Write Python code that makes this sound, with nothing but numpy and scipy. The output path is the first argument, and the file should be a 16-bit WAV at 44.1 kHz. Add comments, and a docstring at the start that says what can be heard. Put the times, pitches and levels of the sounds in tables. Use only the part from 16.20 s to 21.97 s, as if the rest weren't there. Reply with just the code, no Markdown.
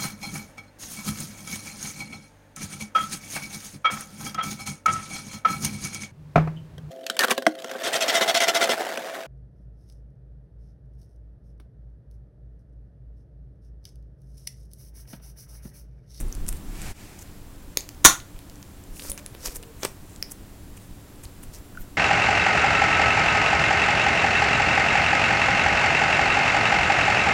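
"""In a small room, hands work over a stone counter: a spatula ticks and is drawn away, then a lipstick case creaks,
its cap pops off loud enough to overload the microphone, and the tube is twisted up and fingered.
Ticks, rubs and the pop are short noise bursts through resonances; the twist is a gliding tone.
Behind them are room noise, an appliance hum, a swishing sleeve and rumbling air, whose level dips briefly early on."""
import sys
import numpy as np
from scipy import signal
from scipy.fft import rfft, irfft
from scipy.io import wavfile

SR = 44100
rng = np.random.default_rng(int(sys.argv[2]) if len(sys.argv) > 2 else 0)


def wav_out(sig):
    """Save sig, one row per channel (or a flat mono array), as 16-bit PCM at SR to the path in sys.argv[1]."""
    wavfile.write(sys.argv[1], SR, np.round(np.clip(np.atleast_2d(sig).T, -1, 1) * 32767).astype(np.int16))


N = 254456   # length in samples


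def from_db(db):
    """Turn decibels into a plain multiplier."""
    return 10 ** (np.asarray(db) / 20)


def rms_one(x):
    """Scale to an rms (average strength) of 1."""
    return x / np.sqrt(np.mean(x ** 2) + 1e-20)


def peak_one(x):
    """Scale so that the highest peak is 1."""
    return x / np.max(np.abs(x))


def in_time(rows, outside=None):
    """Join the (seconds, value) rows by straight lines over the whole scene."""
    seconds, values = np.transpose(rows)
    return np.interp(np.arange(N) / SR, seconds, values, outside, outside)


def at_hz(points, hz):
    """Read a (Hz, value) curve, with straight lines on a logarithmic pitch scale."""
    curve_hz, values = np.transpose(points)
    return np.interp(np.log(hz), np.log(curve_hz), values)


def band(x, low_hz, high_hz):
    """Keep only the sound between two frequencies."""
    edges = [low_hz, min(high_hz, .45 * SR)]
    return signal.sosfilt(signal.butter(2, edges, "band", fs=SR, output="sos"), x)


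def resonance(x, hz, width_hz):
    """Ring like one mode of a solid part: a two-pole peak of gain 1."""
    r = np.exp(-np.pi * width_hz / SR)
    feedback = [1, -2 * r * np.cos(2 * np.pi * hz / SR), r * r]
    return signal.lfilter((1 - r * r) / 2 * np.array([1, 0, -1]), feedback, x)


def coloured(spectrum):
    """Steady noise with the given spectrum and an rms of 1."""
    hz = np.maximum(np.fft.rfftfreq(N, 1 / SR), 1)
    white = rng.standard_normal(N)
    return rms_one(irfft(rfft(white) * from_db(at_hz(spectrum, hz)), N))


def stroke(t, s, rise_s, hold_s, fall_s, range_db):
    """Level in dB of a move that swells, holds at 0 dB and fades; rise and fall each span the range."""
    before = (s - t) / rise_s
    after = (t - s - hold_s) / fall_s
    return -range_db * np.maximum(0, np.maximum(before, after))


# Colour of the room noise. Each row: frequency in Hz, relative level in dB per Hz.
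ROOM_NOISE_COLOUR = [(35, -32), (60, 3.5), (91, -0.5), (199, -6), (240, -8.5), (289, -6), (448, -14),
                     (2110, -25), (3050, -27), (4840, -29), (7500, -29), (8040, -28.5), (15000, -30.5)]
ROOM_NOISE_DB = -46.5   # rms, before the shared background gain
# Humming appliance. Each row: frequency in Hz, width in Hz, rms in dB before the shared background gain.
APPLIANCE_HUM = [(100.9, 8.5, -57), (198.4, 29, -60), (288.2, 13.7, -59.5)]
# Narrow bands of hiss. Each row: frequency in Hz, width in Hz, rms in dB before the shared background gain.
NARROW_HISS = [(7450, 300, -74.5), (10700, 300, -74.5)]
# Thin steady tones. Each row: frequency in Hz, rms in dB before the shared background gain.
THIN_TONES = [(7392, -78), (7492, -79.5)]


def background():
    """Room noise, hum and hiss from narrowly filtered noise (so they waver), and two thin sine tones."""
    t = np.arange(N) / SR
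    white = rng.standard_normal(N)
    out = from_db(ROOM_NOISE_DB) * coloured(ROOM_NOISE_COLOUR)
    for hz, width, db in APPLIANCE_HUM + NARROW_HISS:
        narrow = resonance(resonance(white, hz, width), hz, width)
        out += from_db(db) * rms_one(narrow)
    for hz, db in THIN_TONES:
        out += np.sqrt(2) * from_db(db) * np.sin(2 * np.pi * hz * t)
    return out


# Air moving over the microphone while the hand works close to it.
# Each row: time in seconds, level of the deep part in dB before gusts and the shared background gain.
MOVING_AIR = [(0.0, -22.5), (0.1, -35.5), (0.15, -35.5), (0.22, -33.5), (0.33, -32), (0.45, -35.5),
              (0.56, -45), (0.68, -32.5), (0.76, -48), (0.9, -48)]
# Puffs from quick hand moves.
# Each row: middle in seconds, peak in dB before the shared background gain, length of the push in seconds.
HAND_PUFFS = [(1.489, -38, .03), (1.861, -19.5, 0.018), (2.903, -30.5, 0.016), (3.125, -37, 0.012),
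              (3.285, -29.5, 0.024), (3.57, -35.5, 0.012), (5.062, -34, 0.0143), (5.26, -40, .02),
              (5.402, -36.5, 0.019), (5.62, -34, 0.038)]
AIR_UPPER_DB, GUSTY_DB = -14, 4   # upper rumble against the deep part; rms of the random swing


def air():
    """Slow lumpy pressure on the microphone; a puff is one push and its rebound."""
    t = np.arange(N) / SR
    deep, upper, gust = rng.standard_normal((3, N))
    gust_db = GUSTY_DB * rms_one(band(gust, 1, 8))
    moving = from_db(in_time(MOVING_AIR) + gust_db)
    rumble = rms_one(band(deep, 11.3, 36)) + from_db(AIR_UPPER_DB) * rms_one(band(upper, 66, 213))
    out = moving * rumble
    for s, db, length in HAND_PUFFS:
        push = (s - t) * np.exp(-8 * ((t - s) / length) ** 2)
        out += from_db(db) * peak_one(push)
    return out


# Sleeve swishing past. Each row: time in seconds, level in dB before the shared background gain.
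SLEEVE_LEVEL = [(0.45, -72), (0.55, -53.5), (0.67, -45.5), (0.75, -50), (0.9, -52.5), (1.2, -64)]
# Colour of the cloth noise. Each row: frequency in Hz, relative level in dB per Hz.
CLOTH_COLOUR = [(350, -36.5), (600, -11), (727, -2), (1240, -11), (1350, -7), (2470, -4), (3300, -11.5),
                (7620, -10), (13800, -18), (16000, -28)]


def sleeve():
    """Cloth swishes: coloured noise that swells and fades."""
    return from_db(in_time(SLEEVE_LEVEL, outside=-120)) * coloured(CLOTH_COLOUR)


# Shared background gain, with a brief dip. Each row: time in seconds, gain in dB.
BACKGROUND_GAIN = [(0, 2.5), (.715, 4.5), (.737, -11.5), (.76, -5.5), (.8, 0.5), (5.77, 0.5)]


def steady_layers():
    """Background, sleeve and air rise and dip together."""
    return from_db(in_time(BACKGROUND_GAIN)) * (background() + sleeve() + air())


# How long echoes last. Each row: frequency in Hz, seconds to die away by 60 dB.
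ECHO_T60 = [(200, 0.2), (1400, 0.24), (4000, 0.23), (9000, 0.21), (15000, 0.21)]
ROOM_DB, ROOM_GAP_S = -12.5, 0.0028   # strength of the echoes; middle of their fade-in


def room(x):
    """Walls scatter sound into many echoes: noise that dies away at its own rate in each band."""
    t = np.arange(SR // 2) / SR
    tail = np.zeros(len(t))
    edges = 120 * 2 ** np.arange(0, 7.6, .5)   # half-octave bands, in Hz
    for low, high in zip(edges, edges[1:]):
        t60 = at_hz(ECHO_T60, np.sqrt(low * high))
        tail += band(rng.standard_normal(len(t)), low, high) * from_db(-60 * t / t60)
    tail *= np.clip(t / ROOM_GAP_S - .5, 0, 1)
    tail /= np.sqrt(np.sum(tail ** 2))
    return from_db(ROOM_DB) * signal.fftconvolve(x, tail)[:N]


# Faint hum of the twisting tube, gliding with the turning speed.
# Each row: start in seconds, end in seconds, start pitch in Hz, end pitch in Hz, level in dB before the wobble.
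TUBE_TWISTS = [(2.802, 3.051, 510, 606, -53), (3.206, 3.514, 508, 445, -50.5)]


def twist():
    """The turning tube hums: a tone follows the turning speed while noise wobbles its pitch and level."""
    out, t = np.zeros(N), np.arange(N) / SR
    for start, end, from_hz, to_hz, db in TUBE_TWISTS:
        unsteady = 1 + 0.013 * rms_one(band(rng.standard_normal(N), 3, 15))
        hz = np.interp(t, [start, end], [from_hz, to_hz]) * unsteady
        wobble = .6 + .6 * rms_one(band(rng.standard_normal(N), 4, 30))
        level = from_db(db + stroke(t, start, 0.015, end - start, .02, 23))
        tone = np.sin(2 * np.pi * np.cumsum(hz) / SR)
        out += np.sqrt(2) * level * wobble * tone
    return out


# Rubs of skin and tube. Each row: time of full level in seconds, level of the bright part in dB,
# swell, hold and fade in seconds (1 ms at least), main resonance in Hz, dull part against the bright in dB.
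SKIN_RUBS = [(0.004, -36, 0.0078, 0.0016, 0.035, 8900, -7.5), (0.288, -28, 0.012, .002, 0.013, 8700, -11.5),
             (0.335, -53, 0.039, 0.032, .04, 8600, -1.5), (0.368, -50, .01, .005, .015, 8750, -13),
             (0.622, -39, .01, .002, .008, 7900, -12), (0.99, -43, .006, .002, 0.015, 6400, -10),
             (1.015, -45.5, 0.021, .012, 0.013, 6500, -10), (2.76, -45.5, 0.052, .12, .05, 9800, -36),
             (2.84, -43.5, .06, 0.053, 0.025, 5100, -5), (2.899, -30.5, 0.0065, 0.0022, 0.025, 10000, -24),
             (2.92, -49, .02, .03, .04, 9700, -7), (2.978, -45.5, .005, 0.017, 0.0099, 5800, 0.5),
             (3.145, -53, .012, 0.0092, .015, 11000, 1.5), (3.23, -45, .08, 0.095, .06, 5230, -4.5),
             (3.258, -27.5, 0.021, 0.0053, 0.032, 5240, -7.5),
             (3.355, -34.5, 0.013, .012, 0.015, 9300, -11), (3.432, -49.5, .008, 0.0026, 0.017, 8500, 5),
             (3.625, -45, 0.074, 0.034, .1, 7400, -3), (3.635, -33, 0.0096, 0.00095, 0.0048, 5530, 7),
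             (3.655, -35.5, 0.019, 0.0012, 0.009, 5700, 7), (3.93, -54.5, .12, .02, .07, 7500, -9),
             (4.118, -34.5, 0.019, 0.0037, .009, 9450, -12.5), (4.572, -46, 0.0091, .002, .015, 8540, -12),
             (4.62, -56.5, .04, .02, .03, 8500, -6), (5.036, -43.5, 0.0074, 0.013, .016, 8470, -6.5),
             (5.233, -42.5, .012, .004, 0.017, 9900, -6.5), (5.34, -43.5, .02, 0.013, 0.044, 5560, -8),
             (5.385, -50, .01, .003, 0.0089, 8500, -7), (5.615, -44.5, 0.039, .002, .03, 12850, -7)]
RUB_RANGE_DB, RUB_TOP_HZ = 22.5, 13900   # swell and fade each span this range; top of the bright band
TUBE_HZ, CLUMP_DB = (5280, 10240), 2.5   # the tube's two steady resonances; rms swing that clumps the slips


def rubs():
    """Skin sticks and slips in dense grains: treble shaped by the tube's resonances, with a duller part below."""
    out, t = np.zeros(N), np.arange(N) / SR
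    grain_db = 4.6 * np.minimum(rng.exponential(1, (2, N)), 4)
    clump_db = CLUMP_DB * rms_one(band(rng.standard_normal((2, N)), 29, 290))
    streams = rng.standard_normal((2, N)) * from_db(grain_db + clump_db)
    for k, (s, db, rise, hold, fall, hz, dull_db) in enumerate(SKIN_RUBS):
        rise, hold, fall = np.maximum([rise, hold, fall], .001)
        first = max(round((s - 2 * rise) * SR), 0)
        last = round((s + hold + 2 * fall) * SR)
        grains = streams[k % 2, first:last]   # neighbouring rubs use different noise
        steady_modes = sum(rms_one(resonance(grains, tube_hz, 1600)) for tube_hz in TUBE_HZ)
        tube = rms_one(resonance(grains, hz, 2200)) - 0.26 * steady_modes
        treble = rms_one(band(grains, 4600, RUB_TOP_HZ))
        bright = rms_one(treble + 1.1 * tube)
        dull = rms_one(band(grains, 340, 5250)) * from_db(dull_db)
        level = from_db(db + stroke(t[first:last], s, rise, hold, fall, RUB_RANGE_DB))
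        out[first:last] += level * (bright + dull)
    return out


# Nails and case parts ticking. Each row: start in seconds, peak in dB, pitch of the ringing part in Hz,
# seconds for its ring to die by 60 dB (1 ms at least), crack against the ring in dB.
CASE_TICKS = [(0.083, -35, 9000, .0018, -9), (0.1253, -25, 6140, 0.0046, -4),
              (0.1509, -24, 10000, 0.0012, 2), (0.2648, -29, 8000, 0.0012, -6),
              (0.2824, -19, 9800, 0.00096, -3), (0.2892, -12, 9530, .001, -13),
              (0.327, -22.5, 11500, 0.00084, 8), (0.6175, -26, 8040, 0.0013, -8),
              (0.9885, -39, 6230, 0.0034, -6), (1.572, -2.5, 6640, 0.0035, 5.5),
              (1.6067, -21.5, 7160, 0.0014, -11), (1.6901, -23, 6700, 0.0018, 0.5),
              (1.747, -41, 5950, .002, -8), (2.0015, -25.5, 3000, 0.001, -7),
              (2.163, -42.5, 2570, .0033, -7), (2.1902, -29, 5070, 0.0011, 9),
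              (2.298, -30, 6060, 0.00076, 6), (2.3565, -37, 6450, .002, -6),
              (2.4277, -28, 6060, 0.0019, -1.5), (2.6384, -34.5, 7500, 0.0012, 2.5),
              (2.768, -39, 2600, 0.0046, -11), (2.796, -22, 3230, 0.0014, -10), (2.8, -29, 4970, 0.002, -2),
              (2.8212, -29, 4000, .0015, -10), (2.85, -33, 1390, 0.0025, -3),
              (2.8984, -20, 9800, 0.0023, 3), (2.9173, -14, 10000, 0.0029, -4),
              (2.9768, -25, 5800, .002, 4), (2.981, -33.5, 2770, .004, -1),
              (3.062, -19.5, 10500, 0.0016, 0.5), (3.149, -30, 3500, 0.00086, -9),
              (3.282, -28.5, 2520, 0.003, -6), (3.3576, -28, 5000, .001, -3),
              (3.4278, -29.5, 9000, 0.0011, 3), (3.6323, -13, 6000, 0.0017, 2.5),
              (3.6478, -19, 2490, 0.0022, 3), (3.6499, -8.5, 8100, 0.0016, 7.5),
              (3.716, -38, 13000, .002, -4), (3.864, -47, 9000, .002, -3), (3.896, -40, 9000, 0.0024, -5),
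              (3.9611, -32.5, 7540, 0.0012, -1), (4.0257, -12.5, 5160, 0.0051, -0.5),
              (4.0957, -39, 5200, .0036, -6.5), (4.1176, -26, 10400, .002, -13),
              (4.5748, -38, 2620, 0.0029, -7), (5.036, -34.5, 9450, 0.0016, -4),
              (5.0534, -32.5, 4200, 0.0014, -6), (5.55, -42, 1460, 0.017, -10),
              (5.5729, -29, 1427, 0.023, -8)]
# Dull knocks of the hollow case. Each row: start in seconds, peak in dB.
CASE_KNOCKS = [(1.572, -19.5), (2.8215, -38), (2.85, -33), (2.8967, -31.5), (2.9162, -33.5), (3.15, -34),
               (3.283, -30), (3.6323, -18.5), (3.6478, -26), (3.6506, -13), (4.0259, -33.5)]
CRACK_HZ, FIRM = (1497, 14490), 5.0   # reach of the crack; weight of the firmest touch of a contact
TICK_N = 2000   # samples worked out for each tick


def ticks():
    """Quick touches crack and ring the struck part; dull case knocks, timed in their own table, are added."""
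    out, t = np.zeros(N), np.arange(TICK_N) / SR
    touches = rng.standard_normal((len(CASE_TICKS), TICK_N))
    touches[:, 20] += FIRM   # about half a millisecond in
    swell = (t / .00022) ** 2 * np.exp(-t / .00022)   # the contact builds for under a millisecond
    for (s, db, hz, t60, crack_db), touch in zip(CASE_TICKS, touches):
        contact = touch * swell
        width = np.log(1000) / np.pi / max(t60, .001)   # a shorter ring is a wider peak
        lower_mode = resonance(contact, hz - 0.39 * width, width)
        upper_mode = resonance(contact, hz + 0.78 * width, width)
        ring = peak_one(lower_mode - upper_mode)
        crack = peak_one(band(contact, *CRACK_HZ))
        out[round(s * SR):][:TICK_N] += from_db(db) * peak_one(ring + from_db(crack_db) * crack)
    knock = peak_one(resonance(swell, 510, 230) + 1.4 * resonance(swell, 1300, 900))
    for s, db in CASE_KNOCKS:
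        out[round(s * SR):][:TICK_N] += from_db(db) * knock
    return out


# Resonances of the hollow cap.
# Each row: frequency in Hz, width in Hz, relative strength in dB before a correction for width.
CAP_MODES = [(260, 250, -17.5), (412, 140, -9), (1060, 260, -4.5), (1398, 260, 1), (1850, 420, -12),
             (2316, 2500, -17), (3640, 190, -12), (5885, 300, 3.5), (6766, 820, 1), (7600, 830, -14.5),
             (9000, 770, -8.5), (13980, 2300, -3.5)]
POP_S, POP_DB, POP_T60_S = 1.8482, 19.5, 0.045   # start; peak before overload; time to die by 60 dB
SLIP_S, SLIP_DB = 1.8441, -24   # the catch slips once just before; burst level against the release


def pop():
    """The catch slips, then lets go: two dying noise bursts ring the hollow cap."""
    t = np.arange(N) / SR
    slip = from_db(SLIP_DB - 60 * np.maximum(t - SLIP_S, 0) / 0.01) * (t >= SLIP_S)
    release = from_db(-60 * np.maximum(t - POP_S, 0) / POP_T60_S) * (t >= POP_S)
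    burst = rng.standard_normal(N) * (slip + release) + 1e-18
    cap = np.zeros(N)
    for k, (hz, width, db) in enumerate(CAP_MODES):
        sign = (-1) ** k   # neighbouring modes push opposite ways
        cap += sign * from_db(db) * np.sqrt(1000 / width) * resonance(burst, hz, width)
    return from_db(POP_DB) * peak_one(cap + from_db(-7) * burst)


def scene():
    """Mix hands, cap, echoes and the steady layers; rubs feed the echoes more weakly."""
    clicks, strokes, cap = ticks(), rubs(), pop()
    echoes = room(cap + clicks + from_db(-7) * strokes)
    return (clicks + strokes + cap + echoes + twist() + steady_layers())[None]


def record(dry):
    """The input overloads flat, then everything above 16 kHz is cut."""
    overloaded = np.clip(dry, -.97, .97)
    return signal.sosfilt(signal.ellip(12, .5, 75, 16000, fs=SR, output="sos"), overloaded)


dry = scene()
out = record(dry)
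wav_out(out)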